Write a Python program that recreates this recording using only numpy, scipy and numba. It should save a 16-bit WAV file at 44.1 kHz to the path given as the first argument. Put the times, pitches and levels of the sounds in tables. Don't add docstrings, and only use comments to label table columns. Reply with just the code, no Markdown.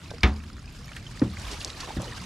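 import sys
import numpy as np
from scipy import signal
from scipy.fft import next_fast_len
from scipy.io import wavfile
from scipy.ndimage import uniform_filter1d
from numba import njit

SR = 44100
rng = np.random.default_rng(int(sys.argv[2]) if len(sys.argv) > 2 else 0)


def to_wav(sig):
    pcm = np.clip(np.atleast_2d(sig), -1, 1) * 32767
    pcm = np.round(pcm).astype(np.int16)
    wavfile.write(sys.argv[1], SR, pcm.T)


def attenuation_scalar(level_db):
    decades = np.asarray(level_db, float) / 20
    return 10 ** decades


N = 99225
TIME = np.arange(N) / SR
OPPOSITE = np.array([[1], [-1]])


def read(table, hz):
    table = np.array(table)
    return np.interp(np.log(hz), np.log(table[:, 0]), table[:, 1])


def unit(x):
    return x / np.sqrt(np.mean(x ** 2))


def band(x, hz, width):
    return signal.lfilter(*signal.iirpeak(min(hz, .45 * SR), max(hz / width, .3), fs=SR), x)


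def band_noise(hz, width):
    return unit(band(band(rng.standard_normal(N), hz, width), hz, width))


def steep_lowpass(x, hz):
    return signal.sosfilt(signal.butter(4, hz, fs=SR, output="sos"), x)


def walk(rate):
    hold = max(int(SR / rate), 2)
    steps = np.repeat(rng.standard_normal(4000), hold)[:N + hold]
    return unit(uniform_filter1d(uniform_filter1d(steps, hold), hold)[:N])


def decay(start, t60, attack=0.0014):
    t = np.maximum(TIME - start, 0)
    rise = 1 - np.exp(-t / max(attack, 1e-5))
    return t, rise * attenuation_scalar(-60 * t / max(t60, .001))


def ring(start, hz, db, t60, push):
    t, env = decay(start, t60, push)
    return attenuation_scalar(db) * env * np.sin(2 * np.pi * hz * t)


def noise_tail(start, table):
    return sum(attenuation_scalar(db) * decay(start, t60)[1] * band_noise(hz, .8 * hz) for hz, db, t60 in table)


@njit
def grains(out, at, hz, t60, size, glide, attack, sr):
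    for k in range(len(at)):
        phase, n = 0., int(t60[k] * sr)
        for i in range(min(n, len(out) - at[k])):
            phase += 2 * np.pi * hz[k] * (1 + glide * i / n) / sr
            env = (1 - np.exp(-i / attack)) * np.exp(-np.log(1000) * i / n)
            out[at[k] + i] += size[k] * env * np.sin(phase)
    return out


# pitch_hz, level_db [dB per Hz]
HUM_SPECTRUM = [(12, -31), (20, -17), (36, 5), (65, -2.5), (97, 0.5), (155, -8), (184, -9.5), (206, -9.5),
                (420, -25.5), (550, -64), (920, -120)]


def hum():
    out = 0
    for hz in 22 * 2 ** np.arange(0, 4.4, 1 / 3):
        mid, side = band_noise(hz, hz / 3), band_noise(hz, hz / 3)
        db = read(HUM_SPECTRUM, hz) + 10 * np.log10(hz) + 1.16 * walk(11.79)
        out = out + attenuation_scalar(db) * (mid + attenuation_scalar(-22.5) * side * OPPOSITE)
    return attenuation_scalar(-40.5) * unit(out)


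def hiss():
    hz, level_db = 12200, -71.5
    return attenuation_scalar(level_db) * unit(band(rng.standard_normal((2, N)), hz, hz)) * attenuation_scalar(2.5 * walk(49.3))


# start_s, level_db
SPLASH_LEVEL = [(0, -50.5), (.1, -50), (.35, -51.5), (.7, -52.5), (.95, -48), (1.1, -49.5), (1.3, -47.5),
                (1.44, -41), (1.52, -42.5), (1.57, -42), (1.66, -42), (1.77, -44), (1.83, -40),
                (1.99, -43.5), (2.1, -42), (2.25, -42.5)]
# pitch_hz, level_db [dB per Hz]
SPRAY_SPECTRUM = [(280, 9.5), (450, 2), (700, -0.5), (1100, 3.5), (1700, 1.5), (4600, 1.5), (9400, -8),
                  (15500, -16.5)]
# pitch_hz, side_db [dB relative to mid]
SPRAY_WIDTH = [(250, -8), (500, -9), (2000, -4.5), (4500, -4.5), (8000, -10), (13000, -1)]


def spray():
    out, surge = 0, walk(60.54)
    for hz in 280 * 2 ** np.arange(0, 5.9, 1 / 3):
        mid, side = band_noise(hz, hz / 3), band_noise(hz, hz / 3)
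        db = read(SPRAY_SPECTRUM, hz) + 10 * np.log10(hz) + 2.4 * surge + 1.8 * walk(90)
        out = out + attenuation_scalar(db) * (mid + attenuation_scalar(read(SPRAY_WIDTH, hz)) * side * OPPOSITE)
    return out


def bubbles():
    per_s, cycles, spread_db = 1300, 10.8, 3
    when, pitch, strength, length, place = rng.random((5, int(per_s * N / SR)))
    at = (when * (N - 1)).astype(int)
    hz = 450 * 2 ** (4.6 * pitch ** .8)
    size = attenuation_scalar(read(SPRAY_SPECTRUM, hz) + 10 * np.log10(hz) - spread_db * np.log(strength + 0.012))
    t60 = 3.5 * cycles * (1.14 + 1.19 * length) / hz
    pan = attenuation_scalar(8.3 * (place - .5))
    return np.array([grains(np.zeros(N), at, hz, t60, size * g, 0.268, 1.3, 1. * SR) for g in (pan, 1 / pan)])


def splash():
    level = attenuation_scalar(np.interp(TIME, *np.array(SPLASH_LEVEL).T))
    return level * unit(unit(spray()) + attenuation_scalar(-0.5) * unit(bubbles()))


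# pitch_hz, width_hz, level_db
REEL_MODES = [(1520, 1800, -4), (2370, 1000, -6.5), (4900, 670, -2), (5180, 470, -9.5), (6840, 350, -9),
              (9900, 780, -11), (12500, 600, -15)]


def reel():
    per_s, level_db, t60_s, stops_s, scatter_db = 31, -49.5, 0.019, 1.6, 6
    chance = rng.standard_normal((1 + len(REEL_MODES), 120))
    start = .014 + (np.arange(120) + .12 * chance[0]) / per_s
    heard = start < stops_s
    fade, out = attenuation_scalar(-60 / (t60_s * SR)), 0
    for (hz, width, db), colour in zip(REEL_MODES, chance[1:]):
        ticks = np.zeros(N)
        ticks[(start[heard] * SR).astype(int)] = attenuation_scalar(db + scatter_db * colour[heard])
        env = uniform_filter1d(signal.lfilter([1], [1, -fade], ticks), size=130)
        out = out + env * band_noise(hz, width)
    return attenuation_scalar(level_db) * out


# start_s, level_db [peak], pitch_hz, t60_s
DROP_EVENTS = [(0.059, -38, 2530, 0.022), (0.104, -40.5, 1550, 0.09), (0.182, -39.5, 5200, 0.023),
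               (0.403, -42, 2540, 0.02), (0.501, -34.5, 1340, 0.013), (0.582, -43, 1470, 0.018),
               (0.677, -40.5, 2530, 0.037), (0.843, -40, 5520, 0.036), (0.891, -36.5, 2260, 0.031),
               (0.934, -51, 1630, 0.053), (1.066, -32.5, 3080, 0.035), (1.174, -33, 1850, 0.013),
               (1.371, -22.5, 2100, 0.0081), (1.614, -27.5, 2770, 0.02), (1.832, -30, 1055, 0.034),
               (1.905, -24.5, 870, 0.029), (1.993, -39.5, 1000, .04), (1.996, -32, 618, 0.054),
               (2.008, -37, 764, .05), (2.046, -36, 938, 0.054), (2.058, -40, 860, 0.034),
               (2.22, -37.5, 1064, 0.041), (2.079, -34.5, 2970, 0.033), (2.122, -29, 1840, 0.027),
               (2.178, -33, 1570, 0.025)]


def drops():
    start, db, hz, t60 = np.array(DROP_EVENTS).T
    glide, attack_s = 0.039, 0.0004
    return grains(np.zeros(N), (start * SR).astype(int), hz, t60, attenuation_scalar(db - 0.5), glide, attack_s * SR, 1. 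* SR)


# start_s, level_db, pitch_hz, t60_s
SPLAT_EVENTS = [(0.105, -35.5, 4250, 0.031), (0.9637, -37.5, 1950, 0.093), (0.963, -36, 9700, 0.016),
                (1.194, -35.5, 4700, 0.025), (1.396, -29, 5750, 0.01), (1.416, -36, 5500, 0.028),
                (1.512, -35, 5070, 0.065), (1.532, -31.5, 3780, 0.027), (1.603, -33, 4400, 0.046),
                (1.615, -35, 4060, 0.038), (1.628, -33, 9000, 0.013), (1.619, -42, 9000, 0.027),
                (1.677, -40, 5500, 0.032), (1.6482, -35, 5500, .03), (1.696, -35, 4940, 0.013),
                (1.7, -26, 3680, .015), (1.802, -30.5, 4550, 0.054), (1.807, -37, 6400, 0.018),
                (2.018, -26.5, 6500, 0.015), (1.51, -40.5, 390, 0.24), (1.654, -41, 388, 0.28),
                (1.873, -39.5, 740, 0.2), (1.998, -41.5, 614, 0.37), (2.068, -44, 380, 0.38),
                (1.791, -45, 1050, 0.15), (2.111, -45.5, 1130, 0.19)]


def splats():
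    return sum(noise_tail(start, [(hz, db, t60)]) for start, db, hz, t60 in SPLAT_EVENTS)


# start_s, level_db, pitch_hz, t60_s
TAP_EVENTS = [
    (0.1145, -26, 600, 0.013),
    (0.1215, -36.5, 600, 0.015),
    (0.1372, -36, 470, 0.096),
    (0.162, -35, 116, 0.055),
    (1.44, -31.5, 54.8, 0.48),
    (1.887, -29, 386, 0.019),
    (2.016, -48, 710, 0.081),
    (2.031, -28.5, 552, 0.027),
    (2.2, -37.5, 180.6, 0.59),
]


def taps():
    out = 0
    for start, db, hz, t60 in TAP_EVENTS:
        out = out + ring(start, hz, db, t60, .0001)
        out = out + attenuation_scalar(-8.5) * ring(start, 1.378 * hz, db, t60, .0001)
    return out


# start_s, level_db, contact_s
KNOCK_BLOWS = [
    (.2329, -15, .00012),
    (.2358, -19, .0002),
    (.2465, -23, .0004),
]
# pitch_hz, level_db, t60_s
PLATE_MODES = [(1028, -27, 0.12), (1240, -5, 0.066), (1570, -30, 0.092), (1737, -22, 0.1),
               (1958, -13, 0.11), (2095, -13, 0.073), (2280, 5.5, 0.043), (2355, -11, 0.038),
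               (2702, -6.5, 0.063), (2930, -18, 0.039), (3515, -12.5, 0.12), (3320, -12, 0.093),
               (4430, -8, 0.033), (5050, 0.5, 0.0076)]
# pitch_hz, knock_db, shoe_db, t60_s
HULL_MODES = [(64.6, 13.5, -32, 0.16), (76.3, -6.5, -14, 0.67), (118, -10, -7, 0.26),
              (186.5, -10.5, -9, 0.27), (214, -10.5, -17, 0.52), (251.3, -9, -17, 0.22),
              (294.6, -18, -18.5, 0.32), (328.5, -17, -11, 0.18), (368, -10, -17, 0.15),
              (445.5, -19, -21, 0.23), (540, -22.5, -25.5, 0.24), (635, -27.5, -36, 0.25),
              (742, -13.5, -40, 0.21)]
# pitch_hz, level_db, t60_s
RATTLE_BANDS = [(294, -30.5, 0.34), (600, -34, 0.27), (980, -29, 0.28), (1570, -24.5, 0.17),
                (2120, -20.5, 0.12), (3300, -31.5, 0.2), (5500, -24, 0.025), (10700, -20.5, 0.0065)]


def knock():
    first = KNOCK_BLOWS[0][0]
    out = steep_lowpass(noise_tail(first, RATTLE_BANDS[:-1]), 6500)
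    out = out + noise_tail(first, RATTLE_BANDS[-1:])
    for start, db, contact in KNOCK_BLOWS:
        for hz, mode_db, t60 in PLATE_MODES:
            softening = attenuation_scalar(-contact * hz * 7.4)
            out = out + ring(start, hz, db + mode_db, t60, contact) * softening
    for k, (hz, mode_db, _, t60) in enumerate(HULL_MODES):
        out = out + ring(first + .00015, hz, mode_db - 14, t60, 1 / hz) * (-1) ** (k // 2)
    return out


# start_s, level_db, pitch_hz, width_s
SNAP_EVENTS = [(1.64771, -12.5, 5200, .00013), (1.64782, -23, 8600, .00013), (1.6478, -35, 13000, .0001),
               (1.6501, -31, 6500, .0003), (1.7038, -28, 3800, .0003), (1.697, -33, 4000, .0002),
               (1.6142, -29, 4000, .0003), (1.6155, -38, 10500, .0003), (.2334, -14, 4200, .0002),
               (.583, -40, 1600, .0006), (.934, -36, 3000, .0004), (.9665, -31, 3000, .0003),
               (1.066, -38, 3100, .0005), (1.1955, -35, 4800, .0003), (1.805, -29, 4500, .0003),
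               (1.533, -30, 3800, .0003)]


def snaps():
    out = 0
    for start, db, hz, width in SNAP_EVENTS:
        t = TIME - start
        out = out - attenuation_scalar(db) * np.exp(-.5 * (t / width) ** 2) * np.cos(2 * np.pi * hz * t)
    return out


# start_s, level_db, board_hz, swing_s, hull_db
SHOE_STEPS = [
    (1.2163, -9.5, 247.3, 0.015, -13),
    (1.9683, -19.5, 164, 0.0051, -34.5),
    (1.9744, -20, 70, 0.0107, -33),
    (1.984, -23, 148, 0.0069, -26.5),
]
# pitch_hz, level_db, t60_s
SCUFF_BANDS = [(190, -31, 0.29), (463, -31.5, 0.14), (940, -36, 0.14), (1460, -33, 0.042)]


def shoes():
    stiffening, settle_s, flattening = 1.67, 0.00175, 0.11
    out = noise_tail(SHOE_STEPS[0][0], SCUFF_BANDS) + attenuation_scalar(-26) * noise_tail(SHOE_STEPS[1][0], SCUFF_BANDS)
    for start, db, board_hz, swing, hull_db in SHOE_STEPS:
        t = np.maximum(TIME - start, 0)
        size = np.abs(np.sin(np.pi * np.minimum(t / swing, 1) ** 1.44)) ** .5
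        turn = 2 * np.pi * board_hz * (t + stiffening * settle_s * (1 - np.exp(-t / settle_s)))
        out = out + attenuation_scalar(db) * size * (flattening * size * np.cos(2 * turn) - np.sin(turn))
        for k, (hz, _, mode_db, t60) in enumerate(HULL_MODES):
            out = out + ring(start, hz, hull_db + mode_db, t60, 0.0081) * (-1) ** k
    return out


def scene():
    lean_right = attenuation_scalar(-.8 * OPPOSITE)
    background = hum() + hiss()
    water = splash()
    small = reel() + drops() + splats() + taps() + snaps()
    blows = knock() + shoes()
    high = signal.sosfiltfilt(signal.butter(2, 435, "high", fs=SR, output="sos"), blows + small)
    side = attenuation_scalar(-12) * signal.hilbert(high, next_fast_len(N))[:N].imag
    return blows + lean_right * (small + water) + side * OPPOSITE + background


def roll_off(x):
    return signal.sosfilt(signal.butter(12, 16330, fs=SR, output="sos"), x)


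def record(dry):
    mic = signal.sosfilt(signal.butter(2, [41.8, 10900], "band", fs=SR, output="sos"), dry)
    mix = signal.sosfilt(signal.ellip(8, .2, 60, 15800, fs=SR, output="sos"), mic)
    return roll_off(mix)


dry = scene()
out = record(dry)
to_wav(out)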